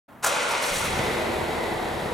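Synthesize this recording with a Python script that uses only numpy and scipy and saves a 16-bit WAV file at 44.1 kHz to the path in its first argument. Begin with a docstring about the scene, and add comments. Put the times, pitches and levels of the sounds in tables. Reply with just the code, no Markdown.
"""A car is started in a concrete garage, heard from behind: over steady air noise the starter pinion clunks in,
the starter grinds through the compressions, the engine catches, flares and settles toward idle.
The clunks are ringing modes and rattle, the starter is gear-tooth knocks and hiss, the engine is firing orders
and noise bands that pulse with each firing. Walls and ceiling answer every part, in stereo."""
import sys
import numpy as np
from scipy import signal
from scipy.fft import rfft, irfft, next_fast_len
from scipy.io import wavfile
from scipy.ndimage import map_coordinates

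SR = 44100
rng = np.random.default_rng(int(sys.argv[2]) if len(sys.argv) > 2 else 0)


def store_pcm(level_fs):
    """Save levels as 16-bit WAV."""
    pcm = np.round(np.clip(level_fs, -1, 1) * 32767).astype(np.int16)
    wavfile.write(sys.argv[1], SR, np.atleast_2d(pcm).T)


def voltage_ratio(decibels):
    """Convert decibels (scalar or array-like) to amplitude ratios, 20 dB per decade."""
    exponent = np.asarray(decibels, float) / 20
    return 10 ** exponent


N = 93977


def unit(x):
    """Scale to rms 1."""
    return x / np.sqrt(np.mean(x ** 2) + 1e-20)


def along(points, hz):
    """Read (Hz, value) points on a log frequency axis."""
    f, v = np.transpose(points)
    return np.interp(np.log(hz + 1), np.log(f + 1), v)


def curves(rows):
    """One value per sample for each column after the time."""
    s, *cols = np.transpose(rows)
    return [np.interp(np.arange(N) / SR, s, c) for c in cols]


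def wobble(rate):
    """A smooth random curve, rate knots a second."""
    knots = rng.standard_normal(int(N * rate / SR) + 4)
    return map_coordinates(knots, [np.arange(N) * rate / SR])


def filtered(x, response):
    """Filter x by a response given as a function of frequency in Hz."""
    m = next_fast_len(N + SR // 2)
    return irfft(rfft(x, m) * response(np.fft.rfftfreq(m, 1 / SR)), m)[..., :N]


def coloured(x, spectrum):
    """Weight x by a spectrum, at rms 1."""
    return unit(filtered(x, lambda hz: voltage_ratio(along(spectrum, hz))))


def resonance(f, hz, width):
    """The causal response of one damped resonance, unity at its centre."""
    return 1j * f * width / (hz * hz - f * f + 1j * f * width)


def pulses(cycles, scatter, size_db, pattern_db=(0,)):
    """One impulse each time cycles passes a whole number, uneven in time (in cycles) and size."""
    whole = np.arange(int(cycles[-1]))
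    draw = rng.standard_normal((len(whole), 2))
    at = np.interp(whole + scatter * draw[:, 0], cycles, np.arange(N)).astype(int)
    size = voltage_ratio(size_db * draw[:, 1] + np.resize(pattern_db, len(whole)))
    return np.bincount(at, size, N)


def air():
    """The garage's steady ventilation noise, partly shared by the two ears."""
    # Each row: frequency in Hz, level in dB per Hz.
    air_spectrum = [(24, -30), (45, -12), (135, -2), (180, -8), (240, 0), (382, -11), (502, -12), (659, -5),
                    (1170, -9), (1960, -16), (5250, -37), (15800, -33)]
    level_db = -47.5
    noise = rng.standard_normal((3, N))
    return voltage_ratio(level_db) * coloured(noise[0] + 0.44 * noise[1:], air_spectrum)


def garage(x):
    """Concrete walls: a different tail for each ear, each frequency dying at its own speed."""
    # How long the tail rings. Each row: frequency in Hz, time to fall 60 dB in seconds.
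    decay_times = [(100, 3.5), (1000, 1.08), (4000, 1.64), (12000, 0.68)]
    # Tone of the walls. Each row: frequency in Hz, gain in dB on a tail of unit energy.
    wall_gain = [(30, -16), (125, -18), (300, -8), (700, -4), (1200, -1.5), (2500, -2), (5000, -10),
                 (8000, -13), (10500, -9), (13000, -9), (15000, -10)]
    hz, t, z = signal.stft(rng.standard_normal((2, SR)), SR, nperseg=256)
    decay = voltage_ratio(-60 * t / along(decay_times, hz)[:, None])
    tail = signal.istft(z * decay, SR, nperseg=256)[1]
    tail = np.pad(tail / np.linalg.norm(tail[0]), ((0, 0), (400, 0)))  # 400 samples before the answer
    tail = filtered(tail, lambda f: voltage_ratio(along(wall_gain, f)))
    return signal.fftconvolve(x[None], tail, axes=1)[:, :N]


def electric_whine():
    """A thin, steady-pitched electric whine switches on and flutters in level and phase."""
    hz, level_db, from_s, rise_s = 10000, -63, 1.5, 0.093
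    t = np.arange(N) / SR
    level = np.clip((t - from_s) / rise_s, 0, 1) * voltage_ratio(level_db + 3.06 * wobble(30))
    return level * np.sin(2 * np.pi * hz * t + .8 * wobble(39.4))


def clunks():
    """The pinion hits the ring gear and bounces: ringing metal and a noisy rattle."""
    # The hits. Each row: start in seconds, gain in dB, rattle's time to fall 60 dB in seconds.
    hits = [(0.2292, -25, 0.14), (0.2409, -12.5, 0.037), (0.2446, -10, 0.034), (0.2615, -13, 0.029),
            (0.2649, -15.5, 0.035), (0.2694, -13.5, 0.046)]
    # The struck metal. Each row: frequency in Hz, mean relative level in dB, time to fall 60 dB in seconds.
    metal_modes = [(560, -6, .05), (855, -8, 0.03), (1130, 0, 0.04), (1430, 1, 0.055), (1800, -3, .04),
                   (2810, -3, 0.05), (6560, -4, 0.025), (8300, -14, .03)]
    # Tone of the rattle. Each row: frequency in Hz, level in dB per Hz.
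    rattle_spectrum = [(150, -51), (250, -28), (518, -8), (1280, -7), (1440, -2), (1600, -6.5), (2690, -19),
                       (3260, -40), (4380, -17), (8030, -11.5), (15800, -24.5)]
    rise_s = 0.00099
    out, t = np.zeros(N + SR), np.arange(SR // 3) / SR
    rattle = coloured(rng.standard_normal(N), rattle_spectrum)
    for s, db, t60 in hits:
        ring = sum(voltage_ratio(lv + rng.normal(0, 3.0) - 60 * t / d) * np.sin(2 * np.pi * hz * t)
                   for hz, lv, d in metal_modes)
        i = round(s * SR)
        dying_rattle = voltage_ratio(-60 * t / t60) * rattle[i:i + len(t)]
        hit = 0.47 * ring / np.abs(ring).max() + 0.44 * dying_rattle
        out[i:i + len(t)] += voltage_ratio(db) * (1 - np.exp(-t / rise_s)) * hit
    return out[:N]


def starter():
    """Gear teeth knock the housing unevenly; the motor hisses; both fade once the engine runs."""
    # Cranking over time. 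Each row: time in seconds, gear growl in dB, three housing rings (near 560, 900
    # and 1400 Hz) in dB ahead of the trim below, hiss in dB, top of the hiss in dB.
    cranking = [(0.28, -29, -35, -32, -32, -32.5, -38), (0.302, -30, -36, -40, -40, -34, -44),
                (0.345, -29.5, -34, -27.5, -26.5, -34.5, -49), (0.396, -27, -35, -35, -40, -37, -50),
                (0.432, -30, -41, -47, -28.5, -36, -51), (0.48, -34, -35, -45, -28, -36.5, -53),
                (0.496, -30, -36, -32, -36, -38.5, -43.5), (0.54, -27.5, -43, -26, -39, -38, -48),
                (0.586, -33.5, -37, -30, -40, -36.5, -58), (0.612, -31, -35, -33, -43, -41, -54),
                (0.626, -29.5, -25.5, -49, -47, -37, -39.5), (0.646, -25, -40, -23, -37, -37, -41),
                (0.658, -31.5, -41, -28, -52, -37, -42), (0.698, -30, -30.5, -43, -53, -32.5, -44),
                (0.718, -31, -36, -36, -48, -39.5, -46), (0.736, -30.5, -43, -45, -62, -31.5, -40.5),
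                (0.784, -37, -33, -32, -45, -31.5, -40.5), (0.804, -30, -43, -31, -53, -34.5, -37.5),
                (0.828, -33.5, -40, -41, -35, -36, -47), (0.846, -29.5, -31, -33, -33.5, -38.5, -38),
                (0.888, -35, -43, -54, -54, -39.5, -48.5), (0.95, -33, -40.5, -35, -40, -41.5, -49)]
    # Broad housing resonances. Each row: centre in Hz, width in Hz, level in dB.
    housing_modes = [(546, 73, -3), (1172, 120, -4.5), (2140, 160, -6), (2520, 54, -6)]
    # Rings that swell with load. Each row: centre in Hz, width in Hz ahead of squaring the response.
    load_rings = [(555, 110), (890, 200), (1410, 160)]
    # Tone of growl, hiss and top hiss. Each row: frequency in Hz, level in dB per Hz.
    growl_spectrum = [(30, -70), (90, -30), (170, -14), (385, -10), (550, -3), (707, -8), (890, -4),
                      (1030, -9), (1410, -7), (1640, -11), (2130, -7.5), (6000, -20), (7800, -45),
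                      (13200, -120)]
    hiss_spectrum = [(2350, -9.5), (4000, -3), (5100, -12), (5730, -1), (6220, -4), (9300, -7),
                     (12100, -34), (20500, -120)]
    top_spectrum = [(5470, -14), (9300, -3.5), (11200, 1.5), (13600, -9), (15800, -12)]
    from_s, rise_s, dies_db_per_s = 0.2232, 0.02, 50
    teeth_per_s, tooth_scatter = 420, 0.439  # scatter as a share of the tooth spacing
    ring_trim_db = -5.5

    t = np.arange(N) / SR
    growl_db, *ring_db, hiss_db, top_db = curves(cranking)
    gate = np.clip((t - from_s) / rise_s, 0, 1)
    gate = gate * voltage_ratio(-dies_db_per_s * np.clip(t - cranking[-1][0], 0, None))
    teeth = pulses(t * teeth_per_s, tooth_scatter, size_db=0)

    def housing(f):
        """Resonances in alternating polarity, with the bass rolled off below 250 Hz."""
        modes = sum((-1) ** k * voltage_ratio(db) * resonance(f, c, w) for k, (c, w, db) in enumerate(housing_modes))
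        return modes * f ** 2 / (f ** 2 + 250 ** 2)

    knocks = unit(filtered(teeth, housing))
    growl = unit(0.33 * knocks + coloured(rng.standard_normal(N), growl_spectrum))
    rings = 0
    for db, (c, w) in zip(ring_db, load_rings):
        ring = unit(filtered(teeth, lambda f: resonance(f, c, w) ** 2))
        rings = rings + voltage_ratio(db + ring_trim_db + 2 * wobble(30)) * ring
    grit = rng.standard_normal(N) * voltage_ratio(1.2 * wobble(90))
    hiss = voltage_ratio(hiss_db) * coloured(grit, hiss_spectrum) + voltage_ratio(top_db) * coloured(grit, top_spectrum)
    return gate * (voltage_ratio(growl_db + .7 * wobble(25)) * growl + rings + hiss)


def exhaust_note(cycles, fire):
    """Low multiples of the firing rate sing over noise and pulses from the firings."""
    # Each row: multiple of the firing rate, mean peak level in dB against the rms of the noisy part.
    firing_orders = [(1, -8), (2, -6), (3, -11), (4, -12.5)]
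    # Each row: frequency in Hz, level in dB per Hz.
    exhaust_spectrum = [(12, -38), (20, -38), (75, 3.5), (102, -0.5), (166, 1), (193, 0), (226, -9.5),
                        (260, -5), (340, -38), (570, -120)]
    orders = sum(voltage_ratio(db + 2.5 * wobble(12)) * np.sin(2 * np.pi * k * cycles + rng.uniform(0, 6))
                 for k, db in firing_orders)
    return orders + coloured(rng.standard_normal(N) + 0.39 * unit(fire), exhaust_spectrum)


def body_roar(cycles, fire):
    """Noise swells with each firing and rings the hollows of pipe and floor pan."""
    # Each row: frequency in Hz, level in dB per Hz.
    roar_spectrum = [(71, -31), (120, -28), (226, 0), (288, -8.5), (342, -0.5), (479, 0.5), (527, -2.5),
                     (658, -2.5), (962, -4.5), (1130, -11), (1500, -14), (1950, -39), (3300, -120)]
    # Hollows of pipe and floor pan. Each row: centre in Hz at time zero, width in Hz ahead of squaring
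    # the response, relative level in dB.
    hollow_modes = [(232, 30, -4), (348, 38, 0), (470, 42, -2), (640, 45, 0), (765, 42, 0), (890, 45, -4)]
    hollows_db, sinks_per_s = -6.5, .02  # level over the roar; share of pitch lost per second
    t = np.arange(N) / SR
    noise = rng.standard_normal(N)
    swell_db = 1.1 * np.cos(2 * np.pi * cycles) + 0.4 * wobble(13.3)
    roar = coloured(noise * voltage_ratio(swell_db) + 0.3 * unit(fire), roar_spectrum)
    hollows = filtered(noise + .5 * unit(fire),
                       lambda f: sum(voltage_ratio(db) * resonance(f, c, w) ** 2 for c, w, db in hollow_modes))
    drift = (t - sinks_per_s * t ** 2 / 2) * SR  # read ever slower, so the pitch sinks
    return unit(roar + voltage_ratio(hollows_db) * unit(map_coordinates(hollows, [drift])))


def valve_clatter(cycles):
    """Two uneven ticks per firing, in noise that swells with each firing."""
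    # Each row: frequency in Hz, level in dB per Hz.
    clatter_spectrum = [(590, -28), (1000, -8), (1070, -11.5), (1300, -12), (1700, -9.5), (2000, -5.5),
                        (2320, -11.5), (2790, -14.5), (3300, -14), (3910, -13), (4870, -20.5),
                        (6060, -23.5), (7720, -23), (8300, -22.5), (8900, -30.5), (9600, -24), (10400, -27),
                        (11000, -22), (11800, -28), (13400, -30.5), (15800, -41)]
    ticks = pulses(2 * cycles, scatter=.08, size_db=3)
    swell_db = 0.49 * np.cos(2 * np.pi * cycles) + .5 * wobble(29.93)
    return coloured(rng.standard_normal(N) * voltage_ratio(swell_db) + 0.14 * unit(ticks), clatter_spectrum)


def intake_whistle(hz):
    """A narrow band of noise carried along a gliding pitch."""
    width_hz = 110
    a, b = filtered(rng.standard_normal((2, N)), lambda f: np.exp(-(f / width_hz) ** 2))
    turn = 2 * np.pi * np.cumsum(hz) / SR
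    return unit(a * np.cos(turn) + b * np.sin(turn))


def engine():
    """Uneven firings drive exhaust, roar and clatter at one shared rate; the intake whistles."""
    # The run over time. Each row: time in seconds, firings per second, exhaust in dB, body roar in dB,
    # clatter in dB, intake whistle in Hz, whistle in dB.
    running = [(.55, 13.2, -79, -52, -43, 2150, -75), (.695, 16.2, -60, -56, -50, 2150, -40),
               (.715, 20.2, -37, -39.5, -33, 2150, -43), (.8, 25, -42.5, -39.5, -44, 2100, -42),
               (.87, 32, -38, -34.5, -35, 2084, -54), (.93, 33.6, -30.5, -33, -42, 2068, -47),
               (.96, 38, -38, -33.5, -36.5, 2062, -51), (.99, 41, -27.5, -32.5, -34.5, 2046, -42),
               (1.03, 42, -37.5, -29.5, -34, 2036, -45), (1.1, 44.4, -37, -29, -33.5, 2030, -51),
               (1.25, 42.7, -41, -28.5, -36, 2011, -43), (1.38, 42, -37, -31, -36.5, 2003, -56),
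               (1.5, 41, -40, -30, -37.5, 2029, -45), (1.62, 38.5, -43.5, -29.5, -37.5, 2000, -39.5),
               (1.75, 36, -40.5, -31.5, -38.5, 1943, -52), (1.9, 34.6, -41, -32, -39, 1859, -47),
               (2.13, 33.8, -37, -32, -39, 1840, -51)]
    # Strength of four firings in turn, in dB.
    cylinder_db = [-1.8, -1.5, 0.19, 0.42]
    rate, exhaust_db, roar_db, clatter_db, whistle_hz, whistle_db = curves(running)
    cycles = np.cumsum(rate) / SR
    fire = pulses(cycles, scatter=.04, size_db=2, pattern_db=cylinder_db)
    out = voltage_ratio(exhaust_db) * exhaust_note(cycles, fire)
    out += voltage_ratio(roar_db) * body_roar(cycles, fire)
    out += voltage_ratio(clatter_db) * valve_clatter(cycles)
    out += voltage_ratio(whistle_db) * intake_whistle(whistle_hz)
    return (np.arange(N) / SR > running[0][0]) * out


def scene():
    """Car, walls and air."""
    car = electric_whine() + clunks() + starter() + engine()
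    return car + garage(car) + air()


def low_pass(x):
    """Removes everything above the highest recorded frequency."""
    return signal.sosfilt(signal.butter(12, 16130, fs=SR, output="sos"), x)


def record(dry):
    """The two microphones differ in level and phase by band; the sound opens abruptly out of silence."""
    # Level between the ears. Each row: frequency in Hz, left minus right in dB.
    ear_balance = [(40, -3.2), (125, -1.5), (300, 1.2), (950, .4), (3000, .2), (15000, .1)]
    # Phase between the ears. Each row: frequency in Hz, radians by which left leads.
    ear_lead = [(0, 0.39), (260, 0.27), (1290, -0.47), (2410, 0.31), (4910, 0.34), (15700, -0.51)]
    top_hz, open_s, open_fade_s = 15820, 0.08, 0.0084

    def microphones(hz):
        """Half of the difference goes to each side; nothing passes from top_hz up."""
        difference = voltage_ratio(along(ear_balance, hz)) * np.exp(1j * along(ear_lead, hz))
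        return (hz < top_hz) * difference ** np.array([[.5], [-.5]])

    opening = np.clip((np.arange(N) / SR - open_s) / open_fade_s, 0, 1)
    return low_pass(filtered(dry, microphones) * opening)


dry = scene()
out = record(dry)
store_pcm(out)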